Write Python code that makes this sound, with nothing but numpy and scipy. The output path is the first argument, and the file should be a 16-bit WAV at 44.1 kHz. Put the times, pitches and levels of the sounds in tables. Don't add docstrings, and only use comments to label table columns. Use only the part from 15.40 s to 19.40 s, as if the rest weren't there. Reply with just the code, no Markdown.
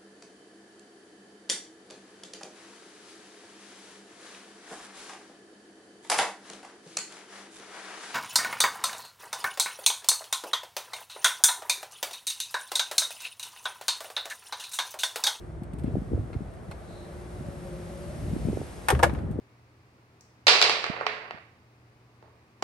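import sys
import numpy as np
from scipy import signal
from scipy.fft import rfft, irfft, next_fast_len
from scipy.io import wavfile
from scipy.ndimage import uniform_filter1d, map_coordinates

SR = 44100
rng = np.random.default_rng(int(sys.argv[2]) if len(sys.argv) > 2 else 0)


def log_audio(samples):
    frames = np.atleast_2d(samples).T
    limited = np.clip(frames, -1, 1)
    pcm = np.round(limited * 32767).astype(np.int16)
    wavfile.write(sys.argv[1], SR, pcm)


N = 176400
SCENE_TIME_S, EVENT_TIME_S = np.arange(N) / SR, np.arange(SR // 2) / SR

# time in seconds, level in dB.
RUMBLE_LEVELS = [(0, -44), (.35, -39.5), (.48, -31.5), (.66, -36), (.76, -30), (.88, -40.5), (1.2, -43.5),
                 (1.4, -46.5), (1.8, -46), (2.05, -41), (2.5, -43), (2.75, -38.5), (2.9, -32.5),
                 (3.12, -31.5), (3.3, -43.5), (3.48, -43), (3.56, -29), (3.75, -32), (3.87, -32.5),
                 (4, -30.5)]
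HISS_LEVELS = [(0, -65), (.3, -81), (.45, -69), (.58, -64), (.75, -66), (1.2, -66), (1.5, -60.5),
               (2, -58.5), (2.5, -55.5), (3, -53), (3.47, -53.5), (3.6, -55.5), (3.75, -61.5), (3.88, -73),
               (4, -89)]
TEETH_LEVELS = [(0, -51.5), (1.2, -49.5), (2, -48), (2.8, -47.5), (3.45, -47), (3.75, -44), (4, -52.5)]
# frequency in Hz, relative density in dB.
RUMBLE_SPECTRUM = [(20, -21), (35, -37), (50, 0), (70, -1.5), (100, -1), (160, -5.5), (240, -11.5),
                   (400, -16.5), (700, -27), (1500, -53), (4000, -72)]
DRONE_SPECTRUM = [(15, -20), (30, -10), (50, 5.5), (70, 7), (140, -48), (600, -120)]
HISS_SPECTRUM = [(300, -7), (1500, 5), (2200, 8), (3200, 3.5), (5000, 2), (7200, 0.5), (9200, 2.5),
                 (9700, 7), (10250, -7.5), (10800, 9.5), (11400, 1.5), (12000, -14), (12700, -42),
                 (13500, -70)]
MIC_HISS_SPECTRUM = [(3000, -16), (5500, -3), (7000, -5), (9000, -2.5), (9700, 4.5), (10250, -16),
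                     (11200, -6), (11900, -26), (12600, -55)]
SCRAPE_SPECTRUM = [(150, 1), (400, 5), (750, 6.5), (1000, -19), (2000, -22), (5000, -45), (12000, -80)]
PLASTIC_SPECTRUM = [(300, 3), (1300, 5.5), (2400, 5), (3200, 0), (4200, -2.5), (6500, -10), (8700, 3.5),
                    (10200, -1), (11500, 3), (13000, -30), (14000, -50)]
SWISH_SPECTRUM = [(1200, -70), (2500, -32), (3500, -11), (3950, 0), (4250, -3), (4800, -30), (9000, -70)]
TEETH_SPECTRUM = [(100, -40), (300, 5), (450, 4), (680, 4), (900, -1.5), (1400, -5), (2000, -11),
                  (2600, -19), (4500, -26.5), (9000, -66), (12500, -75)]
CRACK_SPECTRUM = [(100, -52), (400, -5.5), (900, 6.5), (2200, -5), (3200, -10), (5000, -14), (7300, -16),
                  (8700, -11.5), (10100, -12), (11400, -13.5), (12500, -19), (14000, -44)]
# peak time in seconds, level in dB, pitch at the peak in Hz.
MIC_BUMPS = [(.222, -26, 204), (0.34, -26.5, 175), (0.445, -18.5, 230), (.481, -20.5, 246),
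             (0.547, -22.5, 127), (0.556, -20.5, 427), (.57, -18.5, 236), (.584, -22, 202),
             (0.622, -25, 191), (0.72, -23.5, 298), (0.735, -18, 320), (0.75, -21.5, 89),
             (0.779, -25.5, 400), (.796, -24, 100), (0.836, -29, 145), (0.904, -35, 400), (0.954, -28, 290),
             (0.966, -21.5, 112), (1.008, -27, 277), (1.021, -27, 185), (1.293, -30, 159),
             (2.01, -29, 219.8), (2.088, -27.5, 164.2), (2.936, -19.5, 191.2), (2.966, -20, 282),
             (3.055, -19, 140), (3.074, -22.5, 255), (3.087, -19, 320), (3.1, -20, 190), (3.132, -21, 364),
             (3.174, -19, 408), (3.206, -25.5, 215), (3.217, -25, 433), (3.734, -23.5, 262),
             (3.837, -28, 263), (3.909, -22.5, 179), (3.96, -24.5, 260), (3.99, -18, 380)]
# start in seconds, level in dB, low-pass in Hz, T60 in seconds.
TICKS_AND_SCRAPE = [(0.2342, -52.5, 14000, 0.047), (0.334, -50, 14000, 0.041), (0.386, -53, 14000, 0.085),
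                    (0.396, -53, 14000, 0.033), (0.4362, -51.5, 8500, 0.094), (.462, -49.5, 3000, 0.29),
                    (1.137, -56, 12000, 0.034), (3.738, -46, 12000, 0.015), (3.912, -53.5, 14000, .08)]
# time in seconds, base pitch in Hz, level in dB.
GEAR_WHINE = [(.5, 689.5, -64), (1.1, 677, -63), (1.4, 652.6, -61.5), (1.55, 611, -56.5), (1.7, 579, -52),
              (1.9, 596.8, -56), (2.15, 570.4, -52), (2.35, 555.8, -47), (2.55, 575.5, -49.5),
              (2.75, 599, -49), (3.1, 625.5, -66), (3.45, 637, -65), (3.65, 627, -75)]
MOTOR_HUM = [(0, 352, -50.5), (1.2, 349.6, -63.5), (1.65, 354.6, -50.5), (2.05, 359.3, -52),
             (2.4, 360.5, -47), (2.75, 359.6, -53), (3.45, 358, -54.5), (3.65, 353, -70)]
# start in seconds, level in dB, pitch in Hz, T60 in seconds.
FRAME_THUDS = [(3.526, -10, 400, .045), (3.532, -19.5, 73.8, 0.49), (3.534, -12.5, 126, 0.07),
               (3.663, -15, 581, 0.047), (3.664, -24, 70, 0.41), (3.78, -21.5, 87, 0.073)]
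# frequency in Hz, relative level in dB, T60 in seconds.
TRIM_MODES = [(580, -5, 0.037), (1000, -20, 0.023), (1383, -3, 0.058), (2140, -3.5, .04),
              (2520, -10, 0.039), (4230, -5.5, .035)]
FIRST_LATCH_MODES = [(347, -27, .11), (504, -9.5, 0.13), (770, -1.5, 0.092), (883, -8, 0.085),
                     (1102, -6.5, 0.11), (1220, -18, 0.043), (1555, -12, 0.064), (1821, -6.5, 0.13),
                     (2170, -12.5, 0.064), (2493, -7, 0.042), (6500, -20, 0.039), (8690, -8.5, 0.029),
                     (11230, -10, 0.025)]
SECOND_LATCH_MODES = [(335, -18.5, 0.24), (502, 0, 0.056), (689, 0, 0.077), (935, 2, 0.053),
                      (1181, -6.5, 0.056), (1460, -4, 0.039), (1673, 2.5, 0.037), (1860, -25, 0.038),
                      (2200, -7.5, 0.044), (2850, -15, .05), (8720, -15, 0.027), (11180, -23, .03)]
# start in seconds, level in dB, low-pass in Hz, ring gain in dB,
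# tilt of the low modes in dB per octave.
TRIM_KNOCKS = [(.9306, -47.5, 5000, -0.5, 1.5), (.939, -50, 4500, 2, -2), (1.3123, -42.5, 12100, -5, -3),
               (1.317, -45, 4500, 0.5, 1)]
FIRST_LATCH_CONTACTS = [(3.485, -19, 13970, -0.5, 3.5), (3.4898, -26, 6040, -10, -9),
                        (3.5028, -19, 14230, 1.5, -6), (3.5496, -31, 3500, -5.5, -8)]
SECOND_LATCH_CONTACTS = [(3.5922, -37, 10700, 4.5, 0.5), (3.5975, -27.5, 1500, -10, -9),
                         (3.6285, -23, 9100, -0.5, -8), (3.6324, -15.5, 13500, 0, 1.5),
                         (3.6372, -17.5, 2580, -2.5, -4), (3.6953, -34.5, 3000, -13, -3),
                         (3.7492, -43, 4840, -8, 8), (3.7876, -46, 5000, -10, 3)]
# frequency in Hz, left-right correlation.
STEREO_CORRELATION = [(25, 0.32), (60, 0.83), (300, 0.77), (600, 0.35), (1000, 0.08), (4000, 0.47),
                      (7000, 0.72), (8700, 1), (11500, 0.57)]
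# frequency in Hz, left minus right in dB.
SEAT_PAN = [(150, 1.5), (360, 0), (650, 5.5), (1180, 5.5), (2100, -1.5), (3900, 2.5), (7000, 0.5)]
# frequency in Hz, T60 in seconds.
CABIN_DECAY = [(100, 1), (600, 0.1), (2000, 0.16), (10000, 0.13)]
# frequency in Hz, left phase lead in radians.
PORT_LEAD = [(60, 0), (600, 0.5), (2500, 0.03), (5600, 0.87), (7320, 1.56), (8000, 1), (8870, -0.1),
             (9820, -3), (10900, -3), (11500, -6.5), (12800, -1.5)]


def amp(db):
    return 10 ** (np.asarray(db) / 20)


def unit_rms(x):
    return x / np.sqrt(np.mean(x ** 2) + 1e-20)


def at_hz(table, hz):
    knots_hz, values = np.transpose(table)
    return np.interp(np.log(hz + 1), np.log(knots_hz + 1), values)


def curves(table):
    times_s, *columns = np.transpose(table)
    return [np.interp(SCENE_TIME_S, times_s, column) for column in columns]


def wobble(rate_hz):
    knots = rng.standard_normal(int(N * rate_hz / SR) + 4)
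    return map_coordinates(knots, [SCENE_TIME_S * rate_hz])


def filtered(x, response):
    size = x.shape[-1]
    padded = next_fast_len(size + 8192)
    return irfft(rfft(x, padded) * response(np.fft.rfftfreq(padded, 1 / SR)), padded)[..., :size]


def noise(spectrum, size=N):
    def mid_side_gains(hz):
        width_rad = np.arccos(at_hz(STEREO_CORRELATION, hz)) / 2
        return amp(at_hz(spectrum, hz)) * [np.cos(width_rad), np.sin(width_rad)]
    mid, side = filtered(rng.standard_normal((2, size)), mid_side_gains)
    return unit_rms(np.array([mid + side, mid - side]))


def split(difference):
    return difference * np.array([[0.5], [-0.5]])


def decay(t60_s, t=EVENT_TIME_S):
    return np.exp(-np.log(1000) * t / t60_s)


def lowpass(x, cutoff_hz):
    return signal.lfilter(*signal.butter(2, cutoff_hz, fs=SR), x)


def add(out, start_s, x):
    part = out[:, round(start_s * SR):][:, :x.shape[-1]]
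    part += x[..., :part.shape[1]]


def background(drone_db=-49, mic_hiss_db=-73):
    (rumble_db,), (hiss_db,) = curves(RUMBLE_LEVELS), curves(HISS_LEVELS)
    rumble = amp(rumble_db) * unit_rms(amp(0.57 * wobble(rate_hz=30.51)) * noise(RUMBLE_SPECTRUM))
    hiss = amp(hiss_db) * noise(HISS_SPECTRUM) + amp(mic_hiss_db) * noise(MIC_HISS_SPECTRUM)
    return rumble + amp(drone_db) * noise(DRONE_SPECTRUM) + hiss


def mic_bumps(rise_cycles=0.41, fall_cycles=0.7, pitch_sag=0.49, side_db=-7.5, scrape_db=-20):
    out, t = np.zeros((2, N)), EVENT_TIME_S[:SR // 8]
    middle_s = t[-1] / 2
    for peak_s, db, hz in MIC_BUMPS:
        cycles = (t - middle_s) * hz
        swell = np.exp(-0.5 * (cycles / np.where(cycles < 0, rise_cycles, fall_cycles)) ** 2)
        phase = 2 * np.pi * (cycles - pitch_sag * (np.hypot(cycles, 1) - 1))
        swing = np.sin(phase + rng.uniform(0, 2 * np.pi, (2, 1)))
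        mid, side = amp([[db], [db + side_db]]) * swell * swing
        scrape = amp(db + scrape_db) * (hz / 300) ** 0.88 * swell * noise(SCRAPE_SPECTRUM, len(t))
        add(out, peak_s - middle_s, np.array([mid + side, mid - side]) + scrape)
    return out


def ticks_and_scrape():
    out = np.zeros((2, N))
    for start_s, db, cutoff_hz, t60_s in TICKS_AND_SCRAPE:
        burst = lowpass(noise(PLASTIC_SPECTRUM, len(EVENT_TIME_S)), cutoff_hz)
        add(out, start_s, amp(db) * decay(t60_s) * burst)
    return out


def upholstery_swish(peak_s=1.585, width_s=0.089, db=-62):
    swell = np.exp(-0.5 * ((SCENE_TIME_S - peak_s) / width_s) ** 2)
    return amp(db) * swell * noise(SWISH_SPECTRUM)


def cabin_reverb(x):
    hz, t, spectra = signal.stft(rng.standard_normal((2, SR // 2)), SR, nperseg=256)
    _, tail = signal.istft(spectra * decay(at_hz(CABIN_DECAY, hz)[:, None], t), SR, nperseg=256)
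    return signal.fftconvolve(x, tail / np.linalg.norm(tail[0]), axes=1)[:, :N]


def motor_tone(track, ratio, flutter, tremor_db):
    base_hz, db = curves(track)
    hz = ratio * base_hz * (1 + flutter * wobble(rate_hz=160))
    tremor = amp(tremor_db * np.tanh(wobble(rate_hz=90)))
    return amp(db) * unit_rms(tremor * np.sin(2 * np.pi * np.cumsum(hz) / SR))


def motors(second_db=-10.5, growl_db=3):
    teeth_db, = curves(TEETH_LEVELS)
    teeth = amp(teeth_db + 0.42 * wobble(rate_hz=60)) * noise(TEETH_SPECTRUM)
    first_whine = motor_tone(GEAR_WHINE, ratio=0.98, flutter=0.0343, tremor_db=6.5)
    second_whine = amp(second_db) * motor_tone(GEAR_WHINE, ratio=1.07, flutter=0.042, tremor_db=6.5)
    growl = amp(growl_db) * motor_tone(GEAR_WHINE, ratio=0.29, flutter=0.1594, tremor_db=4.5)
    hum = motor_tone(MOTOR_HUM, ratio=0.99, flutter=0.022, tremor_db=6)
    return first_whine + second_whine + growl + hum + teeth


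def seat_pan(x):
    return filtered(x, lambda hz: amp(split(at_hz(SEAT_PAN, hz))))


def frame_thuds(attack_s=0.0025):
    out, t = np.zeros((2, N)), EVENT_TIME_S
    attack = 1 - np.exp(-t / attack_s)
    for start_s, db, hz, t60_s in FRAME_THUDS:
        add(out, start_s, amp(db) * attack * decay(t60_s) * np.sin(2 * np.pi * hz * t))
    return out


def loose_ring(modes, tilt_db_per_octave, jitter_rad=0.52, spread_rad=0.28, attack_s=0.00022):
    t = EVENT_TIME_S
    ring = np.zeros((2, len(t)))
    for k, (hz, db, t60_s) in enumerate(modes):
        jitter = jitter_rad * unit_rms(uniform_filter1d(rng.standard_normal(len(t)), size=128))
        stereo_offset = spread_rad * rng.standard_normal((2, 1))
        tilt_db = tilt_db_per_octave * np.log2(hz / 1000) if hz < 3000 else 0
        gain = (-1) ** k * amp(db + tilt_db + rng.standard_normal())
        ring += gain * decay(t60_s) * np.sin(2 * np.pi * hz * t + jitter + stereo_offset)
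    return ring * (1 - np.exp(-t / attack_s))


def strikes(contacts, modes, crack_db=2, crack_t60_s=0.056):
    out = np.zeros((2, N))
    for start_s, db, cutoff_hz, ring_db, tilt_db_per_octave in contacts:
        ring = amp(ring_db) * loose_ring(modes, tilt_db_per_octave)
        crack = amp(crack_db) * decay(crack_t60_s) * noise(CRACK_SPECTRUM, len(EVENT_TIME_S))
        add(out, start_s, amp(db) * lowpass(crack + ring, cutoff_hz))
    return out


def latches():
    first = strikes(FIRST_LATCH_CONTACTS, FIRST_LATCH_MODES)
    second = strikes(SECOND_LATCH_CONTACTS, SECOND_LATCH_MODES)
    return first + second


def scene(cabin_db=-9, bed_left_db=1):
    hits = seat_pan(latches()) + strikes(TRIM_KNOCKS, TRIM_MODES) + ticks_and_scrape()
    bed = (motors() + background() + mic_bumps() + upholstery_swish()) * amp(split(bed_left_db))
    return bed + hits + amp(cabin_db) * cabin_reverb(hits) + seat_pan(frame_thuds())


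def record(dry, ceiling=0.92, low_cut_hz=24, high_cut_hz=13300):
    def passband(hz):
        return hz ** 2 / np.hypot(hz ** 2, low_cut_hz ** 2) / (1 + (hz / high_cut_hz) ** 60)
    at_ports = filtered(dry, lambda hz: np.exp(1j * split(at_hz(PORT_LEAD, hz))))
    rounded = at_ports / (1 + np.abs(at_ports / ceiling) ** 6) ** (1 / 6)
    return filtered(rounded, passband)


dry = scene()
out = record(dry)
log_audio(out)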